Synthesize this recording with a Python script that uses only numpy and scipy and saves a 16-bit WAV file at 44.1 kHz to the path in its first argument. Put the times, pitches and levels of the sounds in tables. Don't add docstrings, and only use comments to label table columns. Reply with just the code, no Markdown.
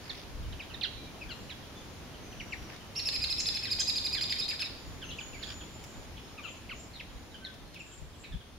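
import sys
import numpy as np
from scipy import signal
from scipy.fft import rfft, irfft, next_fast_len
from scipy.io import wavfile
from scipy.ndimage import uniform_filter1d, map_coordinates

SR = 44100
rng = np.random.default_rng(int(sys.argv[2]) if len(sys.argv) > 2 else 0)


def waveform_to_disk(signal):
    frames = np.transpose(np.atleast_2d(signal))
    scaled = np.clip(frames, -1, 1) * 32767
    samples = np.round(scaled).astype(np.int16)
    wavfile.write(sys.argv[1], SR, samples)


N = 378378

# f/Hz, density/dB
HISS_SPECTRUM = [(600, -18), (1500, -8.5), (3000, 1), (4500, -1.5), (6000, -3.5), (7500, -10), (9500, -10),
                 (12000, -10.5), (15500, -16.5)]


def amp(db):
    return 10 ** (np.asarray(db) / 20)


def unit(x):
    return x / np.sqrt(np.mean(x ** 2) + 1e-20)


def along(points, hz):
    f, values = np.transpose(points)
    return np.interp(np.log(hz + 1), np.log(f + 1), values)


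def wobble(rate_hz):
    knots = rng.standard_normal(int(N * rate_hz / SR) + 4)
    return map_coordinates(knots, [np.arange(N) * rate_hz / SR], order=2)


def filtered(x, response):
    size = next_fast_len(N + SR // 2)
    return irfft(rfft(x, size) * response(np.fft.rfftfreq(size, 1 / SR)), size)[..., :N]


def coloured(x, colour):
    return filtered(x, lambda hz: amp(along(colour, hz)))


def note(start_s, length_s):
    u = np.linspace(0, 1, int(length_s * SR))
    gate = np.sin(np.pi / 2 * np.minimum(1, 10 * np.minimum(u, 1 - u)))
    return round(start_s * SR) + np.arange(len(u)), u, gate


def contour(steps, u):
    return map_coordinates(np.array(steps, float), [u * (len(steps) - 1)], mode="nearest")


def phase_of(hz):
    return 2 * np.pi * np.cumsum(hz) / SR


def panned(x, pan_db):
    return x * amp([[pan_db / 2], [-pan_db / 2]])


def stereo_noise(spectrum, patchy_db, likeness=None):
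    # f/Hz, correlation
    default_likeness = [(60, 0.926), (180, 0.76), (550, 0.64), (1650, 0.3), (4970, 0.018), (15000, 0.1)]

    def mid_side_gains(hz):
        angle = np.arccos(np.clip(along(likeness or default_likeness, hz), -1, 1)) / 2
        return amp(along(spectrum, hz)) * [np.cos(angle), np.sin(angle)]

    bins = signal.stft(rng.standard_normal((2, N)), nperseg=512)[2]
    patches = uniform_filter1d(rng.standard_normal(bins.shape[1:]), size=7, axis=0)
    patches = unit(uniform_filter1d(patches, size=14, axis=1))
    pair = signal.istft(bins * amp(patchy_db * patches), nperseg=512)[1][:, :N]
    mid, side = filtered(pair, mid_side_gains)
    return unit(np.array([mid + side, mid - side]))


def background(rumble_db, hiss_db, air_db, whine_db, fade_from_s, fade_db_per_s):
    # f/Hz, density/dB
    rumble_spectrum = [(41, -16), (70, -2), (199, -7.5), (273, -7), (403, -11.5), (931, -16), (1570, -20),
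                       (1750, -20), (2090, -22), (2500, -22.5), (3250, -41), (5500, -120)]
    # f/Hz, density/dB
    buffet_spectrum = [(12, -56), (20, -4.5), (59, 3), (140, -15), (180, -15), (310, -120)]
    # peak t/s, half length/s, level/dB
    puff_rows = [(0.345, .03, -44), (.53, 0.16, -46.5), (1.002, .06, -50), (5.97, 0.044, -45),
                 (7.124, .08, -55), (8.025, .035, -47), (8.34, 0.037, -39.5)]
    t = np.arange(N) / SR
    fade = amp(-fade_db_per_s * np.maximum(t - fade_from_s, 0))
    hiss = amp(hiss_db) * stereo_noise(HISS_SPECTRUM, patchy_db=0.3)
    rumble = amp(rumble_db) * stereo_noise(rumble_spectrum, patchy_db=0.8)
    breeze = fade * amp(air_db + 1.5 * wobble(9))
    puffs = sum(amp(db) * np.exp(-((t - peak_s) / half_s) ** 2) for peak_s, half_s, db in puff_rows)
    whine = amp(whine_db) * np.sin(phase_of(8802 + 25 * wobble(200)))
    buffet = stereo_noise(buffet_spectrum, patchy_db=3, likeness=[(30, 0.38), (100, 0.36)])
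    return fade * (rumble + hiss) + (breeze + puffs) * buffet + whine


def bump():
    # t/s, level/dB
    envelope = [(8.29, -78), (8.35, -36.5), (8.37, -48.5), (8.41, -85)]
    # f/Hz, density/dB
    body_spectrum = [(30, -10.5), (100, -1), (200, -3.5), (300, -22), (600, -49.5), (2000, -90)]
    db = np.interp(np.arange(N) / SR, *np.transpose(envelope))
    return amp(db) * stereo_noise(body_spectrum, patchy_db=-0.5)


def rustles(grain_db):
    # t/s, length/s, level/dB
    brushes = [(.0, 0.245, -50.5), (2.678, 0.11, -51), (5.41, 0.15, -48.5), (6.009, 0.055, -59.5),
               (7.74, .008, -46.5)]
    # f/Hz, density/dB
    leaf_spectrum = [(600, -18), (1500, -0.5), (3000, 2), (4800, 4), (6500, -8), (10000, -16), (15000, -24)]
    out = np.zeros((2, N))
    grains = unit(stereo_noise(leaf_spectrum, patchy_db=4) * amp(grain_db * wobble(300)))
    for start_s, length_s, db in brushes:
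        i, u, _ = note(start_s, length_s)
        out[:, i] += amp(db) * np.sqrt(np.abs(np.sin(np.pi * u))) * grains[:, i]
    return out


def ticks(t60_s):
    # t/s, onset level/dB
    snaps = [(2.6244, -50), (4.824, -66), (5.435, -48), (5.8394, -44.5), (7.541, -50.5), (7.745, -50)]
    out, noise = np.zeros(N), unit(coloured(rng.standard_normal(N), HISS_SPECTRUM))
    for start_s, db in snaps:
        i, u, _ = note(start_s, t60_s)
        out[i] += amp(db - 60 * u) * noise[i]
    return out


def foliage(x, tail_db, echo_db, echo_s, leaves_db):
    # f/Hz, t60/s
    decay = [(1000, 0.19), (3500, 0.79), (5200, 0.61), (10000, 0.71)]
    hz, t, bins = signal.stft(rng.standard_normal((2, SR // 2)), SR, nperseg=256)
    tail = signal.istft(bins * amp(-60 * t / along(decay, hz)[:, None]), SR, nperseg=256)[1]
    t = np.arange(tail.shape[1]) / SR
    echo = rng.standard_normal(tail.shape) * np.exp(-((t - echo_s) / 0.012) ** 2)
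    leaves = rng.standard_normal(tail.shape) * t * np.exp(-t / 0.00374)
    parts = [(tail_db, tail), (echo_db, echo), (leaves_db, leaves)]
    impulse = sum(amp(db) * part / np.linalg.norm(part[0]) for db, part in parts)
    return x + signal.fftconvolve(x, impulse, axes=1)[:, :N]


def twitters(rate_hz, dip, scatter, flicker_db):
    # t/s, length/s, top f/Hz, level/dB
    runs = [(2.40, .15, 7550, -66), (5.13, .092, 7670, -63), (5.44, .10, 7550, -64),
            (5.834, .09, 7730, -62), (6.42, 0.17, 7050, -60), (6.731, .14, 7300, -59),
            (7.787, 0.21, 7450, -58.5), (8.148, .09, 8010, -61)]
    out, uneven, drift, flicker = np.zeros(N), wobble(30), wobble(50), wobble(70)
    for start_s, length_s, top_hz, db in runs:
        i, _, gate = note(start_s, length_s)
        arch_u = np.cumsum(rate_hz * (1 + 0.156 * uneven[i])) / SR % 1
        hz = top_hz * (1 - dip * (2 * arch_u - 0.8) ** 2 + scatter * drift[i])
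        pulses = np.sqrt(np.abs(np.sin(np.pi * arch_u)))
        out[i] += gate * amp(db + flicker_db * flicker[i]) * pulses * np.sin(phase_of(hz))
    return out


def whistles(waver, flicker_db):
    # t/s, length/s, start f/Hz, end f/Hz, upward bow/Hz, level/dB
    calls = [(0.916, 0.15, 4080, 3820, -39, -56), (.96, 0.141, 2392, 2350, 2, -58.5),
             (1.288, 0.23, 7350, 7100, 50, -69.5), (1.75, 0.093, 3480, 3580, 0, -61),
             (1.75, .22, 6370, 6680, 167, -68), (2.207, 0.53, 6300, 5740, -220, -60),
             (4.412, .055, 3470, 4400, 70, -34.5), (4.676, 0.195, 4804, 4680, -40, -64),
             (4.78, .23, 6950, 6830, 13.5, -65), (5.034, 0.078, 6160, 6580, -110, -57),
             (5.151, 0.36, 6650, 6900, 150, -55.5), (5.5, 0.18, 6920, 6870, 100, -56),
             (5.67, .35, 7030, 7014, 170, -61.5), (5.82, .26, 6700, 6626, 40, -67),
             (6.168, 0.17, 5460, 5200, -36, -65), (6.219, .19, 6490, 6650, 77, -69),
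             (6.73, .16, 5380, 5160, -2, -66), (7.06, .31, 6880, 6700, 50, -70),
             (7.405, 0.12, 1560, 1523, 0, -54.5), (7.459, 0.082, 3600, 3564, 1, -58),
             (7.641, .13, 4220, 4200, 0, -64)]
    swell_db = [-4, 0, -3, -0.5]
    out, drift, flicker = np.zeros(N), wobble(160), wobble(45)
    for start_s, length_s, start_hz, end_hz, bow_hz, db in calls:
        i, u, gate = note(start_s, length_s)
        hz = start_hz + (end_hz - start_hz) * u + bow_hz * (1 - (2 * u - 1) ** 2)
        tone = np.sin(phase_of(hz * (1 + waver * drift[i])))
        out[i] += gate * amp(db + contour(swell_db, u) + flicker_db * flicker[i]) * tone
    return out


def squeaks(jitter):
    # t/s, length/s, start f/Hz, end f/Hz, level/dB
    calls = [(3.393, 0.022, 7280, 6020, -34), (3.795, 0.021, 7400, 6234, -31),
             (5.1, 0.03, 3930, 2860, -43.5), (6.165, 0.027, 3650, 2650, -50),
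             (6.466, .033, 3710, 2300, -47), (8.232, 0.028, 2830, 2240, -48.5)]
    out, shake = np.zeros(N), wobble(1800)
    for start_s, length_s, start_hz, end_hz, db in calls:
        i, u, _ = note(start_s, length_s)
        hz = (start_hz + (end_hz - start_hz) * u) * (1 + jitter * shake[i])
        out[i] += amp(db) * np.sin(np.pi * u) * np.sin(phase_of(hz))
    return out


def far_flock(count, min_start_hz, min_db, spread_db, fall_ratio):
    when, size, pitch, loud, side = rng.random((count, 5)).T
    start_s = (np.arange(count) + when) / count * (N / SR - 0.1)
    length_s = 0.02 + 0.03 * size
    start_hz = min_start_hz * 1.3 ** pitch
    db = min_db + spread_db * loud ** 2
    return np.transpose([start_s, length_s, start_hz, fall_ratio * start_hz, db, 10 * (side - 0.5)])


def chips(flock, jitter, third_db, sag, flutter_db, near_db, deep_db):
    # t/s, length/s, start f/Hz, end f/Hz, level/dB, left-right/dB
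    calls = [(.095, .017, 2350, 1615, -36, -4), (.524, 0.019, 2044, 1194, -47, -3),
             (.595, 0.024, 3220, 1980, -40, 0), (.618, 0.023, 2000, 1450, -46, -2),
             (.697, 0.032, 1636, 1200, -51, -3), (.738, 0.016, 2186, 1690, -39.5, -7),
             (.811, 0.0082, 4330, 2715, -34.5, -9), (.817, .023, 2770, 2080, -41.5, -5),
             (.830, 0.02876, 2400, 1366, -30.5, -5), (1.21, 0.0325, 2680, 2270, -43.5, 3),
             (1.29, 0.043, 1690, 1278, -44, 5), (1.303, 0.029, 2370, 1866, -42.5, 8),
             (1.493, .022, 3240, 1910, -45.5, -4), (1.5, 0.028, 2154, 1567, -41.5, -4),
             (2.325, 0.015, 3280, 2380, -48, 0), (2.399, .022, 3260, 1880, -40, -2),
             (2.522, .023, 2960, 1744, -36.5, 3), (3.65, .04, 2456, 1470, -42, 8),
             (3.8, 0.02, 1700, 1520, -39.5, 0), (4.148, 0.025, 2780, 1790, -39.5, -2),
             (4.168, .031, 1913, 1446, -38.5, -5), (4.508, 0.03, 3090, 1624, -41, 1),
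             (4.6, 0.044, 1800, 1156, -44.5, -0.5), (4.62, 0.028, 2860, 2230, -40, -2),
             (4.645, .027, 2040, 1795, -41, 2), (5.016, 0.039, 1805, 1248, -44.5, -1),
             (5.088, .02, 2850, 2740, -42.5, 4), (5.185, 0.016, 2971, 2127, -38, -2),
             (5.205, .017, 1854, 1350, -43, -2), (5.33, .046, 2700, 2073, -49, -4),
             (5.427, 0.0142, 2290, 1610, -36, -6), (5.474, 0.038, 1850, 1435, -47, -2),
             (5.603, .024, 1870, 1230, -48.5, 0), (6.378, 0.029, 1342, 1140, -44, 0),
             (6.432, 0.055, 1626, 1130, -46.5, 6.5), (6.692, .014, 3020, 1770, -39.5, -2.5),
             (6.707, .032, 1694, 1040, -40.5, 0), (6.932, 0.051, 2300, 1714, -50, 1),
             (6.996, 0.0181, 3450, 1911, -39, 0), (7.342, 0.022, 1594, 1434, -50.5, 1),
             (7.443, 0.031, 2233, 1662, -40.5, 5), (7.75, 0.029, 2950, 2140, -48.5, 0),
             (7.795, 0.03, 2975, 2326, -43.5, 2), (8.238, .028, 2200, 1730, -53, -1.5),
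             (8.32, 0.024, 1830, 1541, -48, 0)]
    swell_db = [-1.5, 0, 0.5, -4, -2]
    # start f/Hz, octave re fundamental/dB
    register = [(1700, 8.5), (2400, 12.5), (2700, -13)]
    # f/Hz, gain/dB
    throat = [(1000, 4), (2000, -2), (3000, 0.5), (4500, -2.5), (5500, -5), (6500, -24), (9000, -20)]
    out, shake, flutter = np.zeros((2, 2, N)), wobble(900), wobble(350)
    for start_s, length_s, start_hz, end_hz, db, pan_db in np.vstack([calls, flock]):
        i, u, gate = note(start_s, length_s)
        depth = np.clip((near_db - db) / (near_db - deep_db), 0, 1)
        octave_db = along(register, start_hz)
        levels_db = np.array([0, octave_db, octave_db + third_db]) - max(octave_db, 0)
        glide_hz = start_hz * (end_hz / start_hz) ** (u + sag * u * (1 - u))
        phase = phase_of(glide_hz * (1 + jitter * (0.5 + depth) * shake[i]))
        voice = sum(amp(level) * np.sin(k * phase) for k, level in enumerate(levels_db, 1))
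        envelope = gate * amp(db + contour(swell_db, u) + flutter_db * flutter[i])
        out[:, :, i] += np.multiply.outer([1 - depth, depth], panned(envelope * voice, pan_db))
    return coloured(out, throat)


def rattle(first_note_s, steady_note_s, settle_s, jitter, flutter_db, vary_db, rasp_db, upper_db, hiss_db):
    # t/s, top fundamental f/Hz, octave level/dB
    notes = [(2.952, 2807, -32), (3.048, 2688, -31), (3.126, 2587, -32), (3.209, 2510, -32),
             (3.293, 2577, -30.5), (3.373, 2650, -30), (3.456, 2580, -29.5), (3.539, 2619, -32),
             (3.623, 2604, -34.5), (3.703, 2523, -29), (3.785, 2543, -29.5), (3.869, 2547, -29),
             (3.953, 2526, -29), (4.038, 2490, -29.5), (4.120, 2510, -31.5), (4.207, 2498, -31),
             (4.294, 2544, -30.5), (4.381, 2556, -31), (4.479, 2548, -31), (4.592, 2610, -32)]
    # pitch re top, level/dB, roughness 0-1
    arch = [(.66, -3.5, 0.98), (.84, -6.5, 0.75), (0.96, -2, 0.32), (0.99, -0.5, 0.16), (0.99, -1, 0.12),
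            (0.98, 0.5, 0.16), (0.95, -1.5, 0.22), (.88, -2.5, 0.71), (.79, -2.5, 0.84), (0.65, -4, 0.6)]
    # f/Hz, gain/dB
    beak = [(1000, -16.5), (3000, 1.5), (5000, -0.5), (6300, 0.5), (7700, -1), (9200, -6.5), (10200, 2.5),
            (11500, 0), (12600, -10), (13600, -9), (15500, -15.5)]
    out, shake, flutter, growl = np.zeros(N), wobble(1700), wobble(900), wobble(1400)
    hiss = amp(hiss_db) * rng.standard_normal(N)
    bend, swell_db, roughness = np.transpose(arch)
    for start_s, top_hz, db in notes:
        extra_s = (first_note_s - steady_note_s) * np.exp((notes[0][0] - start_s) / settle_s)
        i, u, gate = note(start_s, steady_note_s + extra_s)
        fundamental_db = -14.5 - 2 * (db + 30.5)
        levels_db = [fundamental_db, 0, *upper_db]
        rough = np.clip(contour(roughness, u), 0, 1)
        phase = phase_of(top_hz * contour(bend, u) * (1 + jitter * rough * shake[i]))
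        voice = sum(amp(level) * np.sin(k * phase) for k, level in enumerate(levels_db, 1))
        rasp = amp(fundamental_db + rasp_db) * rough * growl[i] * np.sin(phase)
        effort_db = contour(swell_db + vary_db * rng.standard_normal(len(arch)), u)
        envelope = gate * amp(db + effort_db + flutter_db * rough * np.tanh(flutter[i]))
        out[i] += envelope * (voice + rasp + hiss[i])
    return coloured(out, beak)


def scene():
    trill = rattle(first_note_s=0.054, steady_note_s=0.037, settle_s=0.189, jitter=0.085, flutter_db=8,
                   vary_db=1.6, rasp_db=8.5, upper_db=(-17.5, -23.5, -22.5), hiss_db=-23)
    flock = far_flock(count=40, min_start_hz=1614.3, min_db=-62.5, spread_db=6.5, fall_ratio=0.75)
    near, deep = chips(flock, jitter=0.024, third_db=-13.5, sag=0.314, flutter_db=2.5,
                       near_db=-35.5, deep_db=-51)
    near = near + ticks(t60_s=0.025)
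    deep = amp(-1.5) * deep + squeaks(jitter=0.0998)
    thin = whistles(waver=0.0042, flicker_db=2.5)
    thin += twitters(rate_hz=50, dip=0.12, scatter=0.029, flicker_db=3.5)
    birds = (foliage(panned(trill, pan_db=-2), tail_db=-1.5, echo_db=-6.5, echo_s=0.041, leaves_db=-4.5)
             + foliage(near, tail_db=-6.5, echo_db=-9.5, echo_s=0.026, leaves_db=-2)
             + foliage(panned(thin, pan_db=1), tail_db=-1.5, echo_db=-7, echo_s=0.028, leaves_db=-3)
             + foliage(deep, tail_db=1, echo_db=-4, echo_s=0.016, leaves_db=0))
    leaves = rustles(grain_db=4)
    bed = background(rumble_db=-49, hiss_db=-55.5, air_db=-53.5, whine_db=-72.5,
                     fade_from_s=5.6, fade_db_per_s=2)
    return birds + leaves + bed + bump()


def record(dry, top_hz=15780):
    # f/Hz, gain/dB
    notch = [(7500, 1), (7900, -9), (8120, -39), (8330, -38), (8520, -27.5), (8720, -1)]
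    return filtered(dry, lambda hz: amp(along(notch, hz)) * (hz < top_hz))


dry = scene()
out = record(dry)
waveform_to_disk(out)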